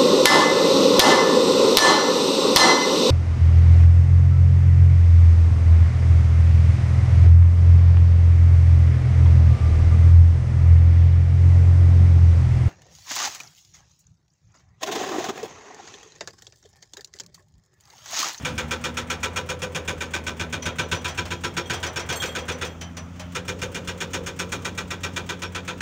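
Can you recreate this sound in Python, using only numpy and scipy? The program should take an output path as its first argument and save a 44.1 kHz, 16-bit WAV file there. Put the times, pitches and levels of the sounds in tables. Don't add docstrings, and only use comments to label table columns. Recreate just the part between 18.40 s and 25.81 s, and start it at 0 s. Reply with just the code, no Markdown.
import sys
import numpy as np
from scipy import signal
from scipy.io import wavfile
from scipy.ndimage import uniform_filter1d

SR = 44100
rng = np.random.default_rng(int(sys.argv[2]) if len(sys.argv) > 2 else 0)


def nominal_scale(level):
    x = np.asarray(level, float) / 20
    return 10 ** x


def generate_wav(sig):
    pcm = np.round(np.clip(np.atleast_2d(sig).T, -1, 1) * 32767).astype(np.int16)
    wavfile.write(sys.argv[1], SR, pcm)


N = 326781
LENGTH = round(.26 * SR)
EDGES_HZ = 35 * 2 ** (np.arange(28) / 3)

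# start_s, blow_count, spacing_s
BLOW_RUNS = [
    (.048, 7, .1302),
    (.959, 7, .1293),
    (1.865, 5, .1297),
    (2.513, 14, .1306),
    (4.948, 2, .13),
    (5.215, 5, .1293),
    (5.861, 13, .12863),
]
# time_s, strength_db, edge_db (re strength), boom_db (re strength)
CHISEL_BITE = [(0, -25.5, -3, -11), (.7, -25.5, -1.5, -10.5), (1.2, -26.5, -1, -1.5),
               (1.7, -24.5, -2, -5.5), (2.1, -26.5, -2.5, -3), (2.45, -23, -4.5, -6.5),
               (2.75, -27.5, -4, -15.5), (3.15, -25.5, -3.5, -8.5), (3.7, -25.5, -2.5, -5.5),
               (4.25, -26.5, -5.5, -4), (4.95, -28, -1.5, -7.5), (5.15, -29.5, 1, 0),
               (5.5, -28.5, -1.5, -3), (5.85, -29, 1.7, -3), (6.4, -29, -0.5, -6.5),
               (6.75, -30, -2.3, -6.5), (7.05, -30, -4.5, -6.5), (7.41, -23.5, -5.5, -8)]
UNEVEN_DB = 1.25
# pitch_hz, level_db (per Hz)
BLOW_COLOUR = [(76, -30), (130, 15), (263, -9.5), (501, -2.5), (678, -17), (954, 5.5), (1100, -35),
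               (1320, 2), (2090, -4), (2460, -2.5), (3750, -7), (4320, -18), (6600, -9), (10100, -26),
               (16000, -27.5)]
# pitch_hz, hold_s, t60_s
BLOW_SUSTAIN = [(150, 0.029, 0.24), (503, 0.013, 0.73), (926, 0.02, 0.23), (2020, 0.014, 0.14),
                (4100, 0.016, 0.18), (8050, 0.0052, 0.12), (15900, 0.0043, 0.15)]
# pitch_hz, width_hz, level_db
HOUSING_MODES = [(987, 24, 5), (1190, 20, -2), (1340, 32, 3), (1520, 50, -1), (1930, 40, -6),
                 (2263, 20, -4), (2397, 26, 7), (2550, 26, -3), (2870, 60, -9), (3260, 38, -7),
                 (3480, 220, -6), (3710, 45, -1), (4150, 40, -8), (4740, 33, -8), (5070, 100, -9),
                 (5510, 40, 2), (6400, 45, -3), (6540, 50, -5), (6930, 40, -8), (7250, 70, -6),
                 (8830, 60, -5), (9310, 50, -2)]
# pitch_hz, level_db, t60_s
GROUND_MODES = [(96.5, 3, 0.13), (127.5, -2, 0.13), (142.4, -2.5, 0.1), (157.8, 2.5, 0.11),
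                (198, -15, 0.24)]
# pitch_hz, level_db, t60_s
PLATE_MODES = [(346, 1.5, 0.25), (395.2, -0.5, 0.23), (428.8, 7, 0.14), (455.7, 1.5, 0.12),
               (543.6, -3, 0.25)]
# pitch_hz, level_db, t60_s
ARM_MODES = [(501.9, 0, 0.41)]
# time_s, ground_db, plates_db, arm_db
SEAT_SHARES = [(0, -9, -11, 2), (.35, -36, -2, -2.5), (.8, -2, -5, -7.5), (1.25, -0.5, -41, -3),
               (1.8, -4.5, -14, -15), (2.2, 1.5, -15, -15), (2.8, 8, 4.5, 6), (3.4, 3.5, -5.5, -14),
               (3.9, -2.5, -9.5, -4), (4.25, 2, -13, -4.5), (4.95, 0, -8.5, 0.5), (5.3, -4.5, -14, -11),
               (6.0, -7, -7.5, -6), (6.6, 1, -5.5, -14), (6.9, -15, -3.5, 0), (7.41, -9, -11, 1)]

# pitch_hz, level_db (per Hz)
VALVE_COLOUR = [(880, -9), (1500, -8), (3280, -8.5), (4480, -18.5), (7320, -6.5), (15500, -41), (16500, 13)]
VALVE_LEAD_S, VALVE_DB, VALVE_SCATTER_DB = .028, -47, 1.2
# time_s, level_db
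REBOUND_HITS = [(.083, -36), (2.418, -47), (2.548, -34.5), (2.679, -29.5), (3.071, -47), (3.201, -45),
                (3.333, -27.5), (3.463, -41), (3.593, -31.5), (3.723, -26.5), (3.854, -31), (3.984, -34),
                (4.116, -34.5), (4.246, -32)]
# time_s, peak_db
LONE_KNOCKS = [
    (2.2243, -26.5),
    (2.8531, -26.5),
    (3.4639, -22),
    (4.411, -25),
    (4.568, -25.5),
    (4.7581, -43),
    (4.795, -26.5),
    (4.8994, -55),
    (5.1897, -34),
]
# pitch_hz, level_db (per Hz)
KNOCK_COLOUR = [(180, -35), (300, -15), (460, -1.5), (800, -2), (2480, -2.5), (4390, -7.5), (6030, -3),
                (9980, -19.5), (12500, -28), (16500, -16)]
# pitch_hz, level_db, t60_s
LOOSE_PLATE = [(615, 3, 0.59), (1347, -1, 0.68), (2450, -6, 0.22), (3070, 5, .25)]
# pitch_hz, t60_s
PIN_MODES = [(3250, .23), (5915, .17), (9310, .09)]
# time_s, low_mode_db, middle_mode_db, high_mode_db
PIN_HITS = [(2.222, -37, -28.5, -63), (2.29, -44, -53, -87), (2.42, -55, -38, -60), (2.55, -37, -35, -63),
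            (2.689, -36, -35, -59), (2.931, -40, -46, -50), (3.06, -44, -51, -44), (3.256, -39, -42, -65),
            (3.34, -31, -37, -68), (3.378, -37, -60, -70), (3.466, -43, -31, -60), (3.601, -42, -33, -58),
            (3.711, -30.5, -30, -62), (3.799, -27.5, -40, -61), (3.861, -50, -34, -58),
            (3.89, -31, -55, -65), (3.985, -35, -37, -62), (4.12, -67, -36, -62), (4.252, -38, -41, -52),
            (4.409, -45, -33, -62), (4.567, -52, -33, -46), (4.793, -48, -40, -57)]
# pitch_hz, level_db, t60_s
LINK_MODES = [(4307, 2, 0.27), (6400, 3, 0.15), (7445, 2, 0.38), (8300, 7.5, 0.14), (8730, -7, 0.11),
              (11000, -5.5, 0.25), (11420, -7, 0.32), (13300, -10, .25), (13750, -4, 0.28),
              (14230, -11, .25), (14790, -7, 0.48), (15400, -14, .2)]
# time_s, level_db
LINK_STRIKES = [
    (3.258, -61),
    (3.34, -58),
    (3.757, -39.5),
    (3.80, -51),
    (3.869, -52),
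    (4.25, -61),
]
# pitch_hz, level_db, t60_s
COLLAR_MODES = [(5510, 0, .13)]
# time_s, level_db
COLLAR_STRIKES = [(0.584, -46), (0.843, -49), (.975, -39), (2.65, -48), (2.786, -32), (3.045, -31),
                  (3.18, -29), (3.572, -29), (5.09, -47), (6.639, -32), (7.044, -37)]
CHATTER_DB = 1.6
# time_s, level_db
GRIT_LEVEL = [(0, -47), (3.2, -52), (3.35, -52), (3.75, -41.5), (4.2, -50.5), (4.35, -57), (7.41, -54)]

# time_s, firing_hz
ENGINE_SPEED = [(0, 74.3), (.3, 78.2), (.6, 80.5), (1.0, 85.05), (1.3, 84.3), (1.6, 81.7), (2.05, 80.34),
                (2.5, 82), (2.9, 85.6), (3.2, 86.2), (3.6, 83.66), (4.1, 81.5), (4.4, 84.76), (4.95, 89),
                (5.2, 88.8), (5.5, 88), (6.8, 89.1), (7.41, 89.2)]
# pitch_hz, level_db (rms)
EXHAUST_PIPE = [(80, -39), (152, -45), (168, -49), (177, -42), (228, -48), (243, -45), (256, -58.5),
                (266, -51.5)]
FUEL_DB_PER_HZ_S = 0.2359
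# pitch_hz, level_db (per Hz)
ROAR_COLOUR = [(18, -48), (30, -36), (53, -6.5), (100, -6.5), (273, -10), (328, -20.5), (1130, -28),
               (1330, -22), (1550, -51), (2900, -27), (3310, -35), (3580, -54), (6050, -32), (6720, -43),
               (10000, -55), (16000, -52)]
# time_s, level_db
ROAR_LEVEL = [(0, -34.5), (1.0, -41.5), (2.0, -43), (3.0, -39.5), (4.3, -42), (5.0, -40.5), (6.0, -39.5),
              (7.41, -42)]
# time_s, pitch_hz, level_db
TURBO_WHINE = [(0, 9660, -71), (2.2, 9650, -73), (2.6, 9650, -88), (4.5, 9750, -84), (7.41, 9750, -88)]
# pitch_hz, width_hz, gain_db
MICROPHONE_PORT = [(12900, 2600, -7), (15200, 1600, 5)]


def in_time(rows):
    s, *columns = np.transpose(rows)
    return [np.interp(np.arange(N) / SR, s, column) for column in columns]


def at_times(rows, s):
    return [column[(s * SR).astype(int)] for column in in_time(rows)]


def at_hz(points, hz, axis=1):
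    table = np.array(points)
    return np.interp(np.log(hz), np.log(table[:, 0]), table[:, axis])


def rms_one(x):
    return x / np.sqrt(np.mean(x ** 2) + 1e-20)


def drift(rate):
    r = np.exp(-80 * np.pi * rate / SR)
    noise = rng.standard_normal(N // 40 + 2002)
    slow = signal.lfilter([1], [1, -2 * r, r * r], noise)[2000:]
    return np.interp(np.arange(N) / 40, np.arange(len(slow)), rms_one(slow))


def creeping(count, *shape, alike):
    alike = np.clip(alike, 0, .98)
    fresh = rng.standard_normal((count + 10, *shape))
    return signal.lfilter([np.sqrt(1 - alike ** 2)], [1, -alike], fresh, axis=0)[10:]


def bands(x, low_hz):
    for k, (low, high) in enumerate(zip(EDGES_HZ, EDGES_HZ[1:])):
        if low > low_hz:
            band_pass = signal.butter(2, [low, high], "band", fs=SR, output="sos")
            yield np.sqrt(low * high), signal.sosfilt(band_pass, x[k % 2])


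def envelope(rise, hold, t60):
    t = np.arange(LENGTH) / SR
    late = 0.0068 * np.logaddexp(0, (t - hold) / 0.0057)
    return (1 - np.exp(-t / rise)) * nominal_scale(-60 * late / t60)


def place(times, sounds):
    out = np.zeros(N + 2 * LENGTH)
    for s, sound in zip(times, sounds):
        at = max(round(s * SR), 0)
        out[at:at + LENGTH] += sound
    return out[:N]


def resonate(x, modes, spread_db):
    out = 0
    lucks = creeping(x.shape[-2], len(modes), alike=.55).T
    for (hz, width_hz, level_db), luck in zip(modes, lucks):
        r = np.exp(-np.pi * width_hz / SR)
        ringing = signal.lfilter([1, 0, -1], [1, -2 * r * np.cos(2 * np.pi * hz / SR), r * r], x)
        gain = nominal_scale(level_db + spread_db * luck)[:, None]
        out = out + gain * (1 - r * r) / 2 * ringing
    return out


def knocks(times, level_db, colour, hold, t60):
    noise = rng.standard_normal((2, len(times), LENGTH))
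    parts = [(hz, nominal_scale(at_hz(colour, hz)) * band) for hz, band in bands(noise, colour[0][0])]
    whole = np.sqrt(np.mean(sum(part for hz, part in parts) ** 2))
    dying = sum(part * envelope(.001, hold, t60 * (3000 / hz) ** .6) for hz, part in parts)
    return place(times, nominal_scale(level_db)[:, None] * dying / whole)


def struck(times, level_db, modes, spread_db, alike, rise):
    t = np.arange(LENGTH) / SR
    hz, mode_db, t60 = np.transpose(modes)[:, :, None]
    twins = np.sin(2 * np.pi * hz * t) + .45 * np.sin(2 * np.pi * hz * 1.005 * t)
    dying = nominal_scale(mode_db - 60 * t / np.clip(t60, .03, .45))
    rings = twins * dying * (1 - np.exp(-t / rise))
    luck = creeping(len(times), len(modes), alike=alike)
    return place(times, nominal_scale(np.array(level_db)[:, None] + spread_db * luck) @ rings)


def strokes():
    s = np.concatenate([first + pace * np.arange(count) for first, count, pace in BLOW_RUNS])
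    strength_db, edge_db, boom_db = at_times(CHISEL_BITE, s)
    strength_db = strength_db + UNEVEN_DB * rng.standard_normal(len(s))
    return np.array([s, strength_db, edge_db, boom_db])


def rattle(count, alike, lumps_db):
    lumps = uniform_filter1d(creeping(count, LENGTH, alike=alike), size=90, axis=-1)
    noise = creeping(count, 2, LENGTH, alike=alike).transpose(1, 0, 2)
    return noise * nominal_scale(lumps_db * rms_one(lumps))


def blows(hits):
    s, strength_db, edge_db, boom_db = hits[:, :, None]
    contact = rattle(count=len(s), alike=.75, lumps_db=2)
    contact = contact + nominal_scale(8) * resonate(contact, HOUSING_MODES, spread_db=2)
    contact = contact * (1 - .5 * np.exp(-np.arange(LENGTH) / SR / .009))
    out = 0
    for hz, band in bands(contact, low_hz=200):
        bright_db = np.clip(np.log2(hz / 3500), 0, 1) * (edge_db + 6.5)
        deep_db = np.clip(np.log2(900 / hz), 0, 1) * (boom_db + 7.0)
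        hold, t60 = at_hz(BLOW_SUSTAIN, hz), at_hz(BLOW_SUSTAIN, hz, axis=2)
        shape = envelope(0.00095 + 0.5 / hz, hold, t60)
        early = np.std(band[:, :round(.04 * SR)], axis=1, keepdims=True)
        band = band * (early.mean() / early) ** .7
        out = out + nominal_scale(at_hz(BLOW_COLOUR, hz) + bright_db + deep_db) * shape * band
    out = out / np.sqrt(np.mean(out[:, :round(.03 * SR)] ** 2))
    return place(s[:, 0], nominal_scale(strength_db - 0.5) * out)


def boom(hits):
    s, strength_db, edge_db, boom_db = hits
    out = 0
    for share_db, modes in zip(at_times(SEAT_SHARES, s), (GROUND_MODES, PLATE_MODES, ARM_MODES)):
        level_db = strength_db + boom_db + share_db
        out = out + struck(s + 0.00623, level_db, modes, spread_db=3.0, alike=0.6, rise=0.0084)
    return out


def valve_ticks(s):
    level_db = VALVE_DB + VALVE_SCATTER_DB * rng.standard_normal(len(s))
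    return knocks(s - VALVE_LEAD_S, level_db, VALVE_COLOUR, hold=0.0053, t60=0.23)


def rebounds():
    return knocks(*np.transpose(REBOUND_HITS), KNOCK_COLOUR, hold=0.0023, t60=0.25)


def lone_knocks():
    at, peak_db = np.transpose(LONE_KNOCKS)
    dry_part = knocks(at, peak_db - 8.0, KNOCK_COLOUR, hold=0.0025, t60=0.21)
    return dry_part + struck(at, peak_db - 24.5, LOOSE_PLATE, spread_db=4.0, alike=0, rise=.004)


def loose_rings():
    at, *mode_levels = np.transpose(PIN_HITS)
    pin = 0
    for level_db, (hz, t60) in zip(mode_levels, PIN_MODES):
        modes = [(hz, 0, t60), (1.1 * hz, -5, .05)]
        pin = pin + struck(at, level_db, modes, spread_db=1.5, alike=0, rise=0.0041)
    link = struck(*np.transpose(LINK_STRIKES), LINK_MODES, spread_db=2, alike=0, rise=.003)
    collar = struck(*np.transpose(COLLAR_STRIKES), COLLAR_MODES, spread_db=0, alike=0, rise=.003)
    return nominal_scale(CHATTER_DB * drift(49)) * (pin + link + collar)


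def grit():
    sizes = nominal_scale(3 * np.minimum(rng.exponential(1, N), 5)) * rng.choice([-1, 1], N)
    grains_per_s = 5000 * nominal_scale(4 * drift(25))
    grains = sizes * (rng.random(N) < grains_per_s / SR) + 1e-18
    stony = signal.sosfilt(signal.butter(3, [500, 2300], "band", fs=SR, output="sos"), grains)
    return nominal_scale(in_time(GRIT_LEVEL)[0]) * rms_one(stony)


def slope_echo(x):
    dull = signal.sosfilt(signal.butter(1, 3000, fs=SR, output="sos"), x)
    out = np.zeros(N)
    for delay_s in (0.071, .092):
        late = round(delay_s * SR)
        out[late:] += nominal_scale(-26.0) * dull[:N - late]
    return out


def exhaust(hz, phase):
    gaining = uniform_filter1d(np.gradient(hz) * SR, size=8000)
    out = 0
    for k in range(3):
        level_db = at_hz(EXHAUST_PIPE, (k + 1) * hz) + k * FUEL_DB_PER_HZ_S * gaining
        wavering = nominal_scale(level_db - 1 + 1.3 * drift(10))
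        out = out + np.sqrt(2) * wavering * np.sin((k + 1) * phase + k)
    return out


def engine_roar(phase):
    white = rng.standard_normal((2, N))
    together = drift(2.6)
    roar = 0
    for hz, band in bands(white, low_hz=30):
        roar = roar + nominal_scale(at_hz(ROAR_COLOUR, hz) + together + 1.5 * drift(15)) * band
    throb = 1 + 0.037 * np.cos(phase)
    return nominal_scale(in_time(ROAR_LEVEL)[0] - 1.0) * rms_one(roar * throb)


def turbo_whine():
    hz, level_db = in_time(TURBO_WHINE)
    phase = 2 * np.pi * np.cumsum(hz + 15 * drift(48)) / SR
    return nominal_scale(level_db + 1.8 * drift(29)) * np.sin(phase)


def engine():
    hz, = in_time(ENGINE_SPEED)
    phase = 2 * np.pi * np.cumsum(hz + 0.412 * drift(6.56)) / SR
    return exhaust(hz, phase) + engine_roar(phase) + turbo_whine()


def scene():
    hits = strokes()
    loose_parts = valve_ticks(hits[0]) + rebounds() + lone_knocks() + loose_rings()
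    breaker = blows(hits) + boom(hits) + loose_parts + grit()
    return (breaker + slope_echo(breaker) + engine())[None]


def low_pass(x):
    return signal.sosfilt(signal.butter(12, 17000, fs=SR, output="sos"), x)


def record(dry):
    x = signal.sosfilt(signal.butter(2, 55, "high", fs=SR, output="sos"), dry)
    for hz, width_hz, gain_db in MICROPHONE_PORT:
        x = x + (nominal_scale(gain_db) - 1) * signal.lfilter(*signal.iirpeak(hz, hz / width_hz, fs=SR), x)
    top_cut = signal.sosfilt(signal.cheby2(12, 26, 15950, fs=SR, output="sos"), x)
    return low_pass(top_cut)


dry = scene()
out = record(dry)
generate_wav(out)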